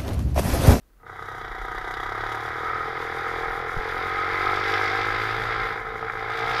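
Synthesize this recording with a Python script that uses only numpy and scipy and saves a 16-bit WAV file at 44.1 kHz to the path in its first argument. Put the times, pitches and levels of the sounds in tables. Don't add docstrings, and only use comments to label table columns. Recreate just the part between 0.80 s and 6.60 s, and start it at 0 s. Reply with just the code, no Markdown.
import sys
import numpy as np
from scipy import signal
from scipy.fft import rfft, irfft, next_fast_len
from scipy.io import wavfile
from scipy.ndimage import map_coordinates

SR = 44100
rng = np.random.default_rng(int(sys.argv[2]) if len(sys.argv) > 2 else 0)


def unload_audio(sound):
    columns = np.transpose(np.atleast_2d(sound))
    steps = np.round(np.clip(columns, -1, 1) * 32767)
    wavfile.write(sys.argv[1], SR, steps.astype(np.int16))


N = 255780

# time_s, firing_hz
ENGINE_SPEED = [(0.0, 29.19), (0.47, 32.5), (0.7, 29.06), (1.24, 32.86), (1.38, 35.22), (1.58, 36.83),
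                (1.81, 39.86), (2.44, 42.01), (2.75, 41.74), (2.98, 43.86), (3.5, 45.64), (3.68, 48.9),
                (4.06, 50.64), (4.61, 55.81), (4.88, 54.88), (5.12, 56.38), (5.37, 55.41), (5.8, 58.19)]
# pitch_hz, width_hz, level_db
CASE_MODES = [(805, 71, 2.5), (1033, 84, 0), (1315, 186, 3), (1475, 86, -8.5), (1610, 62, 0.5),
              (1765, 67, -6.5)]
COVER_MODES = [(2043, 80, 0.5), (2124, 54, 0), (2262, 100, -7)]


def amp(db):
    return 10 ** (np.asarray(db) / 20)


def unit(x):
    return x / np.sqrt(np.mean(x ** 2) + 1e-20)


def curve(rows):
    return np.interp(np.arange(N) / SR, *np.transpose(rows))


def swells(rows):
    t = np.arange(N) / SR
    return sum(db * np.exp(-((t - s) / half) ** 2) for s, db, half in rows)


def wobble(rate_hz):
    knots = rng.standard_normal(int(N * rate_hz / SR) + 4)
    return map_coordinates(knots, [np.arange(N) * rate_hz / SR])


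def fade_in(start_s, settle_s, depth_db):
    since = np.maximum(np.arange(N) / SR - start_s, 0)
    return amp(-depth_db * np.exp(-since / settle_s))


def filtered(x, response):
    size = next_fast_len(N + SR // 2)
    return irfft(rfft(x, size) * response(np.fft.rfftfreq(size, 1 / SR)), size)[:N]


def coloured(x, spectrum):
    hz, db = np.transpose(spectrum)
    return unit(filtered(x, lambda f: amp(np.interp(np.log(f + 1), np.log(hz), db))))


def ringing(x, modes, low_hz, high_hz):
    body = lambda f: sum(amp(db) * 1j * f * w / (c * c - f * f + 1j * f * w) for c, w, db in modes)
    low_cut = signal.butter(5, low_hz, "highpass", fs=SR, output="sos")
    high_cut = signal.butter(11, high_hz, "lowpass", fs=SR, output="sos")
    return unit(signal.sosfilt(np.vstack([low_cut, high_cut]), filtered(x, body)))


def heated(x, modes, speed, low_hz, high_hz):
    cool_pitch_ratio, cool_firing_hz, hot_firing_hz = 0.94, 32.2, 45.7
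    heat = np.clip((speed - cool_firing_hz) / (hot_firing_hz - cool_firing_hz), 0, 1)
    cool_modes = [(hz * cool_pitch_ratio, width, db) for hz, width, db in modes]
    cool = ringing(x, cool_modes, low_hz, high_hz * cool_pitch_ratio)
    return unit((1 - heat) * cool + heat * ringing(x, modes, low_hz, high_hz))


def clicks(times, sizes):
    at = np.clip(times * SR, 0, N - 2)
    i = at.astype(int)
    return np.bincount(i, sizes * (1 - at + i), N) + np.bincount(i + 1, sizes * (at - i), N)


def flares(hits, rise_s, decay_s):
    t = np.arange(SR // 20) / SR
    return signal.fftconvolve(hits, (1 - np.exp(-t / rise_s)) * np.exp(-t / decay_s))[:N]


def bursts(hits, share, rise_s, decay_s):
    flare = np.abs(flares(hits, rise_s, decay_s))
    share = np.clip(share, 0, .95)
    return np.sqrt(1 - share + share * flare / flare.mean())


def effort(cruise_db, per_load, octave_db):
    # time_s, load_db over cruising
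    load = [(.25, -11), (.47, -6), (1.0, -2.5), (1.27, -1.5), (1.43, 0.5), (1.68, 0), (2.38, 0.4),
            (2.6, 1.5), (2.92, -1.5), (3.05, 1), (3.45, 2), (3.7, 3), (4.0, 4), (4.3, 2.8), (4.87, 1.2),
            (5.03, -4.5), (5.33, -4), (5.55, 0.5), (5.77, 3.5)]
    cruise_hz = 45
    octaves = np.log2(curve(ENGINE_SPEED) / cruise_hz)
    return amp(cruise_db + per_load * curve(load) + octave_db * octaves)


def wind():
    # time_s, level_db
    gusts = [(.25, -57), (.8, -41.5), (1.2, -41), (1.7, -54), (2.35, -50), (2.75, -44.5), (3.4, -48),
             (4.3, -50), (4.65, -45), (5.1, -49)]
    # frequency_hz, level_db
    rumble = [(10, -19), (28, 7.5), (45, 8), (75, -15), (150, -28), (300, -22), (800, -41), (3000, -77)]
    lumps = amp(1.1 * wobble(9))
    return amp(curve(gusts)) * lumps * coloured(rng.standard_normal(N), rumble)


def tyres():
    # frequency_hz, level_db
    road = [(40, 0), (130, 1), (250, -6), (600, -9), (1500, -6), (3000, -30), (15000, -66)]
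    surface = amp(1.2 * wobble(10))
    roll = effort(-46, per_load=0.19, octave_db=5.9) * surface * coloured(rng.standard_normal(N), road)
    return roll * fade_in(start_s=0.13, settle_s=0.063, depth_db=35)


def crank_pulses(speed, slow_jitter_s, scatter_db, lag_turns):
    # centre_s, extra_scatter_db, half_length_s
    burbles = [(5.17, 3, .25)]
    burble_s_per_db = .00007
    turns = np.cumsum(speed) / SR - lag_turns
    at = np.searchsorted(turns, np.arange(1, int(turns[-1]) + 1))
    late, strong = rng.standard_normal((len(at), 2)).T
    burble_db = swells(burbles)[at]
    jitter_s = slow_jitter_s * (speed.min() / speed[at]) ** 4 + burble_s_per_db * burble_db
    sizes = amp((scatter_db + burble_db) * strong) / np.sqrt(speed[at])
    return clicks(at / SR + jitter_s * late, sizes)


def boom(fire):
    # centre_s, gain_db, half_length_s
    surges = [(.38, 6, 0.21), (.85, -3, 0.26), (1.55, 1.5, 0.28), (4.6, 4.5, 0.19)]
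    level = effort(-46, per_load=1, octave_db=0.36) * amp(swells(surges))
    return level * ringing(fire, [(102.5, 29, 0)], low_hz=62.0, high_hz=133.3)


def drone(speed, firing_hz, width_hz, boost_db):
    return amp(boost_db * np.exp(-((speed - firing_hz) / width_hz) ** 2))


def exhaust(fire, bursty, speed):
    # pitch_hz, width_hz, level_db
    chamber_modes = [(337.4, 32, -1), (387.4, 64, 6.5)]
    tailpipe_modes = [(454.5, 34, 0)]
    header_modes = [(757.7, 75, -6.5), (824, 15, -8)]
    bark_modes = [(1033, 47, -1.1), (1316, 57, 1.6), (1576, 71, -2.4), (2090, 46, -1)]
    # centre_s, gain_db, half_length_s
    honks = [(3.68, 4, 0.078), (5.65, 6, 0.25)]
    buzzes = [(1.87, 9.5, 0.11), (3.42, 7, 0.11), (3.68, 9.5, 0.093)]
    turbulence = unit(rng.standard_normal(N) * bursts(fire, bursty, rise_s=0.00077, decay_s=0.011))
    puff = lambda noise_db: unit(fire) + amp(noise_db) * turbulence
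    silencer = lambda x, modes: ringing(x, modes, low_hz=316, high_hz=2155)
    chamber = effort(-47.5, per_load=1.74, octave_db=-13) * silencer(fire, chamber_modes)
    chamber *= drone(speed, firing_hz=50.6, width_hz=6.4, boost_db=7.6)
    tailpipe = effort(-42, per_load=0.45, octave_db=9.5) * silencer(puff(noise_db=-2), tailpipe_modes)
    tailpipe *= drone(speed, firing_hz=42.4, width_hz=3.2, boost_db=5)
    header = effort(-41.5, per_load=0.98, octave_db=0) * silencer(fire, header_modes)
    header *= amp(swells(honks))
    bark = heated(fire, bark_modes, speed, low_hz=317, high_hz=2180)
    bark *= effort(-40, per_load=1, octave_db=1.8)
    shell = ringing(puff(noise_db=5), [(1260, 24, -1), (1310, 12, -2)], low_hz=894, high_hz=1445)
    shell *= effort(-38.5, per_load=0.86, octave_db=5) * amp(swells(buzzes))
    putter = boom(fire) + chamber + tailpipe + header + bark + shell
    return putter * fade_in(start_s=0.18, settle_s=0.033, depth_db=34)


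def contacts(rate_hz, scatter_db, rub_db):
    ticks = (rng.random(N) < rate_hz / SR) * rng.choice([-1, 1], N)
    sizes = amp(scatter_db * rng.standard_normal(N))
    return unit(unit(ticks * sizes) + amp(rub_db) * rng.standard_normal(N))


def gears(speed, per_turn=40, drift_hz=11, play_s=.00013):
    turns = np.cumsum(speed) / SR
    angles = (np.arange(per_turn) + rng.random(per_turn)) / per_turn
    times = np.interp(np.arange(int(turns[-1]) + 1) + angles[:, None], turns, np.arange(N) / SR)
    knots = rng.standard_normal((per_turn, int(N / SR * drift_hz) + 2))
    sizes = np.array([map_coordinates(k, [s * drift_hz]) for k, s in zip(knots, times)])
    sizes *= times < times.max()
    scattered = times + play_s * rng.standard_normal(times.shape)
    return unit(clicks(scattered.ravel(), sizes.ravel()) / np.sqrt(speed))


def casing(fire, slap, bursty, speed):
    # centre_s, gain_db, half_length_s
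    cover_swells = [(3.65, 2, .3)]
    clatter = unit(gears(speed) + amp(1) * contacts(rate_hz=1500, scatter_db=0.5, rub_db=-0.5))
    after_firing = bursts(fire, 1.15 * bursty, rise_s=0.002, decay_s=0.011)
    after_slap = bursts(slap, 1.13 * bursty, rise_s=0.0013, decay_s=0.0056)
    case = heated(clatter * after_firing, CASE_MODES, speed, low_hz=694, high_hz=1900)
    case *= effort(-33.5, per_load=1.15, octave_db=0)
    cover = heated(clatter * after_slap, COVER_MODES, speed, low_hz=1830, high_hz=2310)
    cover *= effort(-39.5, per_load=1.22, octave_db=0) * amp(swells(cover_swells))
    return case + cover


def fins(shake, bursty):
    # pitch_hz, width_hz, level_db
    fin_modes = [(3100, 63, 6), (3400, 180, 10.5), (3698, 49, 12), (3800, 24, 7.5), (4700, 140, 0),
                 (5450, 340, -13)]
    level = effort(-50, per_load=0.97, octave_db=-1.1) * amp(10.5 * (bursty - bursty.mean()))
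    ticks = contacts(rate_hz=1200, scatter_db=4, rub_db=-3) * shake
    return level * ringing(ticks, fin_modes, low_hz=2760, high_hz=5370)


def chain(shake):
    # frequency_hz, level_db
    link_tone = [(1500, -20), (2300, 13.5), (2550, 9), (2900, 4), (3600, 10), (4250, 1), (4800, 5),
                 (5500, -7), (6600, -15.5), (9000, -21.5), (15000, -58)]
    level = effort(-49, per_load=2.45, octave_db=12.4) * amp(.9 * wobble(22.13))
    ticks = contacts(rate_hz=700, scatter_db=3.2, rub_db=3.5) * shake
    return level * coloured(ticks, link_tone)


def guard_rasp(slap):
    # pitch_hz, width_hz, level_db
    guard_modes = [(4020, 330, -3.5), (4840, 760, 0.5), (5270, 260, -5.5)]
    # centre_s, gain_db, half_length_s
    rasps = [(3.96, 10.5, 0.23), (5.78, 12, 0.065)]
    level = effort(-61.5, per_load=1.5, octave_db=0) * amp(swells(rasps))
    scrapes = rng.standard_normal(N) * bursts(slap, 0.51, rise_s=0.0004, decay_s=0.0031)
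    return level * ringing(scrapes, guard_modes, low_hz=3300, high_hz=5800)


def sizzle(slap, bursty):
    # frequency_hz, level_db
    hiss_tone = [(4000, -6), (5500, 9), (6800, 6), (8000, -1), (9400, -2), (10500, 4), (12200, -1),
                 (13700, 0.5), (14400, -2), (15600, -18)]
    hiss = rng.standard_normal(N) * bursts(slap, 1.16 * bursty, rise_s=0.005, decay_s=0.0037)
    flicker = amp(9.5 * (bursty - bursty.mean()) + 2.3 * wobble(24))
    return effort(-60, per_load=0.86, octave_db=-1.5) * flicker * coloured(hiss, hiss_tone)


def road_bounce(x, delay_s, gain):
    return filtered(x, lambda hz: 1 + gain * np.exp(-2j * np.pi * hz * delay_s)) / np.hypot(1, gain)


def metalwork(fire, bursty, speed):
    # time_s, lag_turns
    slap_lag = [(1.2, 0), (1.55, .07), (1.8, .36), (2.3, .56), (3.5, .42), (3.9, .26), (4.2, .25),
                (4.5, .1), (5.3, .1), (5.6, .27)]
    slap = crank_pulses(speed, slow_jitter_s=.0006, scatter_db=3, lag_turns=curve(slap_lag))
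    shake = bursts(slap, 0.97 * bursty, rise_s=0.0007, decay_s=0.0024)
    rattle = casing(fire, slap, bursty, speed) + fins(shake, bursty)
    rattle += chain(shake) + guard_rasp(slap) + sizzle(slap, bursty)
    rattle *= fade_in(start_s=0.235, settle_s=0.016, depth_db=35)
    return road_bounce(rattle, delay_s=.0064, gain=0.16)


def combustion(speed):
    # pitch_hz, width_hz, level_db
    cylinder_modes = [(1386, 200, 0)]
    # centre_s, gain_db, half_length_s
    hammering = [(2.2, 0.5, .6), (4.3, 5, 0.18), (4.8, 3.5, 0.12)]
    raps = crank_pulses(speed, slow_jitter_s=.0005, scatter_db=1.8, lag_turns=.02)
    level = effort(-40, per_load=0.65, octave_db=5.2) * amp(swells(hammering))
    level *= fade_in(start_s=0.24, settle_s=0.0054, depth_db=30)
    return level * ringing(raps, cylinder_modes, low_hz=910, high_hz=2180)


def clanks(speed):
    # start_s, relative_level_db
    blows = [(.978, -23), (1.23, -21), (1.319, -20), (1.348, -17), (1.436, -19), (4.724, -13), (4.868, -11),
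             (5.227, -16), (5.298, -16)]
    start_s, level_db = np.transpose(blows)
    envelope = flares(clicks(start_s, amp(level_db - 5.5)), rise_s=.0005, decay_s=.0035)
    metal = heated(rng.standard_normal(N), CASE_MODES + COVER_MODES, speed, low_hz=603, high_hz=2170)
    return envelope * metal


def engine():
    # time_s, burstiness (0-1)
    burstiness = [(.3, 0.24), (.6, 0.4), (1, 0.55), (1.45, 0.52), (1.8, 0.11), (2.85, 0.2), (3.25, 0.25),
                  (4.7, 0.32), (5.3, 0.23), (5.8, 0.53)]
    speed, bursty = curve(ENGINE_SPEED), curve(burstiness)
    fire = crank_pulses(speed, slow_jitter_s=.00028, scatter_db=1, lag_turns=-.05)
    running = exhaust(fire, bursty, speed) + metalwork(fire, bursty, speed)
    return running + combustion(speed) + clanks(speed)


def squeal(waver):
    # centre_s, level_db, half_length_s
    spells = [(2.737, -67, 0.055), (3.16, -66, 0.06), (3.64, -66, 0.125), (3.96, -66, 0.065),
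              (4.52, -68, 0.125), (4.89, -69, 0.055)]
    # pitch_hz, gain_db
    partials = [(10404, 1.5), (13867, 3)]
    t = np.arange(N) / SR
    level = sum(amp(db) * np.exp(-((t - s) / half) ** 6) for s, db, half in spells)
    clock = np.cumsum(1 + waver * wobble(60)) / SR
    return level * sum(amp(db) * np.sin(2 * np.pi * hz * clock) for hz, db in partials)


def knock(thud_hz, thud_db, thud_delay_s, thud_width_s):
    # start_s, relative_level_db, length_s
    jolts = [(2.963, -12.5, 0.039)]
    out = np.zeros(N)
    for start_s, level_db, length_s in jolts:
        t = np.arange(N) / SR - start_s
        push = -np.sin(2 * np.pi * np.clip(t / length_s, 0, 1))
        from_thud = t - thud_delay_s
        thud = np.cos(2 * np.pi * thud_hz * from_thud) * np.exp(-(from_thud / thud_width_s) ** 2)
        out += amp(level_db - 11.5) * (push + amp(thud_db) * thud)
    return out


def scene():
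    ride = wind() + tyres() + engine() + squeal(waver=0.00127)
    jolt = knock(thud_hz=113, thud_db=0.5, thud_delay_s=0.01, thud_width_s=0.0046)
    return (ride + jolt)[None]


def record(dry):
    top_hz = 15650
    hiss = amp(-66) * coloured(rng.standard_normal(N), [(300, 16.5), (3000, 1), (8000, -4), (15000, 0)])
    return filtered(dry[0] + hiss, lambda hz: hz < top_hz)[None]


dry = scene()
out = record(dry)
unload_audio(out)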